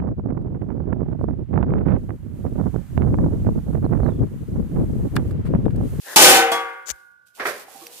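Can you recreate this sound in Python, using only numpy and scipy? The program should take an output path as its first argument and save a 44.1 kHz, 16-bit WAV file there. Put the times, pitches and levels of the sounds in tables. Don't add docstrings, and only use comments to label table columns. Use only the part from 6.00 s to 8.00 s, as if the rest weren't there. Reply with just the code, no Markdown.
import sys
import numpy as np
from scipy import signal
from scipy.fft import rfft, irfft, next_fast_len
from scipy.io import wavfile
from scipy.ndimage import uniform_filter1d

SR = 44100
rng = np.random.default_rng(int(sys.argv[2]) if len(sys.argv) > 2 else 0)


def to_wav(sig):
    pcm = np.clip(np.atleast_2d(sig), -1, 1) * 32767
    pcm = np.round(pcm).astype(np.int16)
    wavfile.write(sys.argv[1], SR, pcm.T)


N = 88200

# (frequency [Hz], level [dB])
HUM_SPECTRUM = [(30, -8), (60, 0), (150, -3), (500, -18.5), (2000, -18.5), (15000, -32.5)]
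# (frequency [Hz], T60 [s])
GARAGE_T60 = [(100, 0.5), (700, 0.7), (3000, 0.73), (12000, 0.19)]

# (time [s], level [dB], pan [dB])
CLOTH_ENVELOPE = [(0, -48.5, 3), (.055, -42, -0.5), (.125, -37, 2.5), (.6, -50, -1), (.75, -62, 3),
                  (.84, -71, 12), (.95, -61, 9), (1.02, -69, 14), (1.25, -85, -4), (1.27, -58, -4.5),
                  (1.33, -74.5, -6), (1.348, -64, -11), (1.351, -51.5, -7), (1.44, -48, -8),
                  (1.47, -32.5, -3.5), (1.5, -34.5, -5), (1.53, -43.5, -3), (1.62, -44.5, -4),
                  (1.66, -57, -4), (1.7, -49.5, -9), (1.86, -45, -5.5), (1.9, -50.5, -4), (1.93, -42.5, -3),
                  (2, -42, -2)]
# (frequency [Hz], level [dB])
CLOTH_SPECTRUM = [(1200, -43), (2500, -3.5), (4000, -3.5), (7000, -3.5), (11800, -2.5), (15500, -8)]
# (time [s], level [dB])
DRAG_ENVELOPE = [(1.34, -79.5), (1.395, -38.5), (1.43, -55.5), (1.6, -46.5), (1.66, -55), (1.7, -51.5),
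                 (1.9, -52), (2, -55.5)]
# (frequency [Hz], level [dB])
DRAG_SPECTRUM = [(100, -22), (400, -6.5), (800, -5), (1300, -12.5), (3000, -18), (5000, -55.5)]
# (time [s], level [dB])
RIM_ENVELOPE = [(0, -72.5), (.058, -49.5), (.075, -38.5), (.15, -36), (.17, -84.5)]
# (frequency [Hz], level [dB])
RIM_SPECTRUM = [(59, -62.5), (100, -26.5), (481, 5), (1220, -3), (1750, 8), (3160, -34), (3660, -9.5),
                (5000, -40.5), (11000, -120)]
# (frequency [Hz], level [dB])
BRUSH_SPECTRUM = [(200, -15), (400, -8), (900, -9), (2200, -5.5), (3900, -7.5), (5600, -2.5), (6600, 7),
                  (7600, 1), (9000, -13.5), (10300, -10.5), (12000, -10.5), (15500, -13.5)]
# (time [s], level [dB])
THUMPS = [(.635, -50.5), (.905, -37), (0.924, -46.5)]
# (time [s], level [dB], pitch [Hz], T60 [s], pan [dB])
CONTACT_TONES = [(.515, -20.5, 678, 0.17, -5), (0.516, -41.5, 176, 0.11, -6), (1.748, -49, 266, .2, -5),
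                 (1.455, -31, 407.4, 0.32, 3), (1.456, -31.5, 605.5, 0.27, 1),
                 (1.681, -40.5, 772, 0.089, -7), (1.745, -43.5, 783, 0.4, -12), (1.814, -35, 338, 0.11, -3),
                 (1.814, -50, 1114, 0.2, -18), (1.83, -45, 475.6, 0.44, 5)]
# (time [s], level [dB], pitch [Hz], pan [dB])
TICKS = [(1.868, -23, 2620, -8), (1.87, -22.5, 4720, 6), (1.868, -21, 5730, 0), (1.869, -20.5, 13100, 5)]

# (time [s], level [dB])
KNOCKS = [(1.397, -26.5), (1.453, -21.5), (1.466, -29.5)]
# (frequency [Hz], level [dB])
KNOCK_SPECTRUM = [(40, -25.5), (124, -46), (260, -20), (450, 0), (850, -8.5), (1570, 1), (2200, -5),
                  (2700, -17.5), (6000, -26), (9000, -72)]
# (frequency [Hz], T60 [s])
KNOCK_T60 = [(60, 0.18), (500, 0.37), (1500, 0.22), (5000, 0.42)]
# (frequency [Hz], coherence [0..1])
KNOCK_COHERENCE = [(300, 1), (1500, 0.51), (5000, .1)]

# (time [s], upper cap [dB], lower cap [dB], shimmer [dB])
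BLOWS = [(.160, -5.5, -20.5, 0), (.222, -11.5, -36, -0.5), (0.264, -8, -42.5, -17),
         (0.346, -7.5, -39.5, -15.5), (.385, -9.5, -38, -21), (.444, -42, -48, -50),
         (.517, -15.5, -14, -21.5)]
# (time [s], relative force [dB])
CHATTER_ENVELOPE = [(.158, -31.5), (.165, -1.5), (.24, 0), (.3, -5), (.36, -8.5), (.4, -48), (.45, -45),
                    (.52, -120)]
UPPER_HZ = [212, 331, 376, 580, 811, 942, 971, 1243, 1512, 1822, 2114]
# (level [dB], T60 [s])
UPPER_MODES = [(-21.5, .25), (-10, .33), (-24, 0.98), (-18.5, 0.1), (-5, 0.33), (-13, 0.6), (-12, 0.25),
               (-11, 0.64), (-4.5, 0.33), (-15, .35), (-10.5, 0.75)]
SWELL_HZ = [467, 492, 531, 761.6, 779.2, 872]
# (peak level [dB], time to peak [s], steepness [-])
SWELL_MODES = [(-14.5, 0.24, 7.37), (-8, 0.11, 5.7), (-14.5, 0.15, 2.6), (-11.5, 0.16, 2.7),
               (-8.5, 0.17, 3.4), (-4.5, .022, 1.5)]
LOWER_HZ = [772, 943, 1023, 1152, 1161, 1212, 1249, 1394, 1448, 1503, 1633, 2519, 3338]
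# (level [dB], T60 [s], pan [dB])
LOWER_MODES = [(-14.5, 0.51, -6), (-8.5, 0.72, 0.5), (-15, .55, -2), (-3, 0.78, 5.5), (-19, 1.1, -2.5),
               (-23, 1, -6), (-12, .5, -2), (-16, .85, -2.5), (-16, 1.75, -11.5), (-20, 2.2, -7.5),
               (-12, 1.1, 5.5), (-17, 0.38, 0.5), (-5, .3, 6.5)]
# (frequency [Hz], level [dB])
SHIMMER_SPECTRUM = [(60, -44), (150, -18.5), (330, -6.5), (600, -5), (1100, -13), (2500, -11.5),
                    (4500, -9.5), (9000, -9), (15500, -13.5)]
# (frequency [Hz], T60 [s])
SHIMMER_T60 = [(100, 0.2), (500, 0.4), (1500, 0.92), (2500, 0.7), (4000, 0.28), (8000, 0.14),
               (15000, 0.048)]
# (frequency [Hz], coherence [0..1])
SHIMMER_COHERENCE = [(300, 1), (1000, 0.17), (2500, 0.97), (12000, 0.013)]


def amp(db):
    return 10 ** (np.asarray(db) / 20)


def unit_rms(x):
    return x / np.sqrt(np.mean(x ** 2) + 1e-20)


def unit_onset(x):
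    return x / np.sqrt(np.mean(x[:, :SR // 50] ** 2))


def along(points, hz):
    knots_hz, values = np.transpose(points)
    return np.interp(np.log(hz + 1), np.log(knots_hz + 1), values)


def curves(rows):
    times_s, *columns = np.transpose(rows)
    return [np.interp(np.arange(N) / SR, times_s, column) for column in columns]


def pan(db):
    return amp(np.vstack([db / 2, -db / 2]))


def filtered(x, response):
    size = next_fast_len(N + 8192)
    return irfft(rfft(x, size) * response(np.fft.rfftfreq(size, 1 / SR)), size)[..., :N]


def grainy_noise(spectrum, shared, grain_db):
    grain = amp(grain_db * unit_rms(uniform_filter1d(rng.standard_normal(N), size=90)))
    common, own = rng.standard_normal(N), rng.standard_normal((2, N))
    noise = grain * (shared * common + (1 - shared) * own)
    return unit_rms(filtered(noise, lambda hz: amp(along(spectrum, hz))))


def modes(hz, gains, t60_s, length_s, waver_db=0, rise_s=0.002):
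    t = np.arange(int(length_s * SR)) / SR
    knots_db = rng.standard_normal((len(hz), 30)) * waver_db
    drift_db = np.array([np.interp(t, np.linspace(0, length_s, 30), row) for row in knots_db])
    waves = amp(drift_db - 60 * t / t60_s[:, None]) * np.sin(2 * np.pi * np.outer(hz, t))
    signs = (-1) ** np.arange(len(hz))
    return (gains * signs) @ waves * (1 - np.exp(-t / rise_s))


def dense_modes(spectrum, t60s, coherence, rise_s):
    hz, t, noise = signal.stft(rng.standard_normal((2, 7 * SR // 10)), SR, nperseg=256)
    width_rad = np.arccos(along(coherence, hz))[:, None] / 2
    level_db = along(spectrum, hz)[:, None] - 60 * t / along(t60s, hz)[:, None]
    mid, side = [np.cos(width_rad), np.sin(width_rad)] * noise * amp(level_db)
    tail = signal.istft(np.array([mid + side, mid - side]), SR, nperseg=256)[1]
    attack = 1 - np.exp(-np.arange(tail.shape[1]) / SR / rise_s)
    return unit_onset(tail * attack)


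def impulses(times_s, levels_db):
    return np.bincount(np.round(np.asarray(times_s) * SR).astype(int), amp(levels_db), N)


def excite(force, body):
    return signal.fftconvolve(force[None], body, axes=1)[:, :N]


def hum():
    return amp(-72.5) * grainy_noise(HUM_SPECTRUM, shared=0.34, grain_db=-2.5)


def garage_reverb(x, wet_db=-15.5):
    tail = dense_modes([(100, 0)], GARAGE_T60, coherence=[(300, 0.0068), (2000, 0)], rise_s=0.01)
    return amp(wet_db) * excite(x.mean(axis=0), tail / np.linalg.norm(tail[0]))


def handling():
    cloth_db, pan_db = curves(CLOTH_ENVELOPE)
    drag_db, rim_db = curves(DRAG_ENVELOPE)[0], curves(RIM_ENVELOPE)[0]
    cloth = amp(cloth_db) * pan(pan_db) * grainy_noise(CLOTH_SPECTRUM, shared=0.092, grain_db=1.5)
    drag = amp(drag_db) * pan(-0.5) * grainy_noise(DRAG_SPECTRUM, shared=0.44, grain_db=0.5)
    rim = amp(rim_db) * pan(3.1) * grainy_noise(RIM_SPECTRUM, shared=0.48, grain_db=1.5)
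    return cloth + drag + rim


def finger_brush(start_s=0.859, end_s=0.913, hold_s=0.012, release_s=0.0031, rise_db_per_s=518.5):
    t = np.arange(N) / SR
    left_db, right_db = -19.5, -51.5
    rise = amp(-rise_db_per_s * np.maximum(end_s - hold_s - t, 0))
    gate = (t > start_s) * np.exp(-np.clip(t - end_s, 0, 1) / release_s)
    friction = grainy_noise(BRUSH_SPECTRUM, shared=0.55, grain_db=-3.0)
    return amp([[left_db], [right_db]]) * rise * gate * friction


def grip_thumps(nominal_hz=65.4, peak_s=0.0107):
    out, t = np.zeros((2, N + SR)), np.arange(SR // 4) / SR
    envelope = t / peak_s * np.exp(1 - t / peak_s)
    for start_s, db in THUMPS:
        hz = nominal_hz * rng.uniform(0.74, 1.1, (2, 1))
        wave = np.sin(2 * np.pi * (hz * t + rng.random((2, 1))))
        start = round(start_s * SR)
        out[:, start:start + len(t)] += amp(db) * envelope * wave
    return out[:, :N]


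def contact_tones(tick_t60_s=0.0054):
    out, t = np.zeros((2, N + SR)), np.arange(SR // 4) / SR
    ticks = [(start_s, db, hz, tick_t60_s, pan_db) for start_s, db, hz, pan_db in TICKS]
    for start_s, db, hz, t60_s, pan_db in CONTACT_TONES + ticks:
        rough = 1 + 0.51 * unit_rms(uniform_filter1d(rng.standard_normal(len(t)), int(3 * SR / hz)))
        envelope = amp(db - 60 * t / t60_s) * (1 - np.exp(-t * hz / 2))
        start = round(start_s * SR)
        out[:, start:start + len(t)] += pan(pan_db) * envelope * rough * np.sin(2 * np.pi * hz * t)
    return out[:, :N]


def knocks():
    out = np.zeros((2, N))
    for start_s, db in KNOCKS:
        body = dense_modes(KNOCK_SPECTRUM, KNOCK_T60, KNOCK_COHERENCE, rise_s=0.0011)
        out += excite(impulses([start_s], [db]), body)
    return pan(-4) * out


def chatter_force(drop_s, rate_per_s=450, spread_db=3):
    contact = (rng.random(N) < rate_per_s / SR) & (np.arange(N) > drop_s * SR)
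    level_db = curves(CHATTER_ENVELOPE)[0] + spread_db * rng.standard_normal(N)
    sign = rng.choice([-1, 1], N)
    return contact * sign * amp(level_db) * np.sqrt(20 / rate_per_s)


def shimmer(times_s, levels_db, chatter, spots=6):
    spot = rng.integers(0, spots, N)
    forces = [impulses([start_s], [db]) for start_s, db in zip(times_s, levels_db)]
    forces += [chatter * (spot == k) for k in range(spots)]
    return sum(excite(force, dense_modes(SHIMMER_SPECTRUM, SHIMMER_T60, SHIMMER_COHERENCE, rise_s=11e-5))
               for force in forces)


def glints(force, count=450, gain_db=-1):
    hz = 2300 + 12900 * rng.random(count) ** 1.4
    gains = rng.standard_normal((2, count)) * amp(along(SHIMMER_SPECTRUM, hz))
    t60_s = 0.22 * np.exp(0.15 * rng.standard_normal(count))
    return amp(gain_db) * excite(force, unit_onset(modes(hz, gains, t60_s, length_s=0.7)))


def swells(drop_s):
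    t = np.maximum(np.arange(N) / SR - drop_s, 0)
    return sum(amp(db) * (t / peak_s * np.exp(1 - t / peak_s)) ** steepness * np.sin(2 * np.pi * hz * t)
               for hz, (db, peak_s, steepness) in zip(SWELL_HZ, SWELL_MODES))


def upper_cap(force):
    db, t60_s = np.transpose(UPPER_MODES)
    return excite(force, modes(UPPER_HZ, amp([db, db]), t60_s, length_s=0.54))


def lower_cap(force):
    db, t60_s, pan_db = np.transpose(LOWER_MODES)
    return excite(force, modes(LOWER_HZ, amp(db) * pan(pan_db), t60_s, length_s=2, waver_db=2))


def hubcaps(chatter_to_upper_db=-6.5):
    times_s, upper_db, lower_db, shimmer_db = np.transpose(BLOWS)
    drop_s = min(times_s)
    chatter = chatter_force(drop_s)
    upper = upper_cap(impulses(times_s, upper_db) + amp(chatter_to_upper_db) * chatter) + swells(drop_s)
    lower = lower_cap(impulses(times_s, lower_db))
    crash = shimmer(times_s, shimmer_db, chatter) + glints(impulses(times_s, shimmer_db) + chatter)
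    return pan(1.5) * (upper + crash) + lower


def scene(caps_gain_db=-6, left_lag_samples=5):
    impacts = amp(caps_gain_db) * hubcaps() + knocks()
    impacts[0] = np.roll(impacts[0], left_lag_samples)
    close = contact_tones() + grip_thumps() + finger_brush() + handling()
    return impacts + garage_reverb(impacts) + close + hum()


def record(dry):
    ceiling, hardness = 0.76, 4
    low_cut_hz, top_hz, edge_hz = 85, 15633, 120

    def passband(hz):
        high_pass = 1j * hz / (low_cut_hz + 1j * hz)
        low_pass = np.sin(np.pi / 2 * np.clip((top_hz - hz) / edge_hz, 0, 1)) ** 2
        return high_pass * low_pass

    clipped = dry / (1 + np.abs(dry / ceiling) ** hardness) ** (1 / hardness)
    return np.clip(filtered(clipped, passband), -1, 1)


dry = scene()
out = record(dry)
to_wav(out)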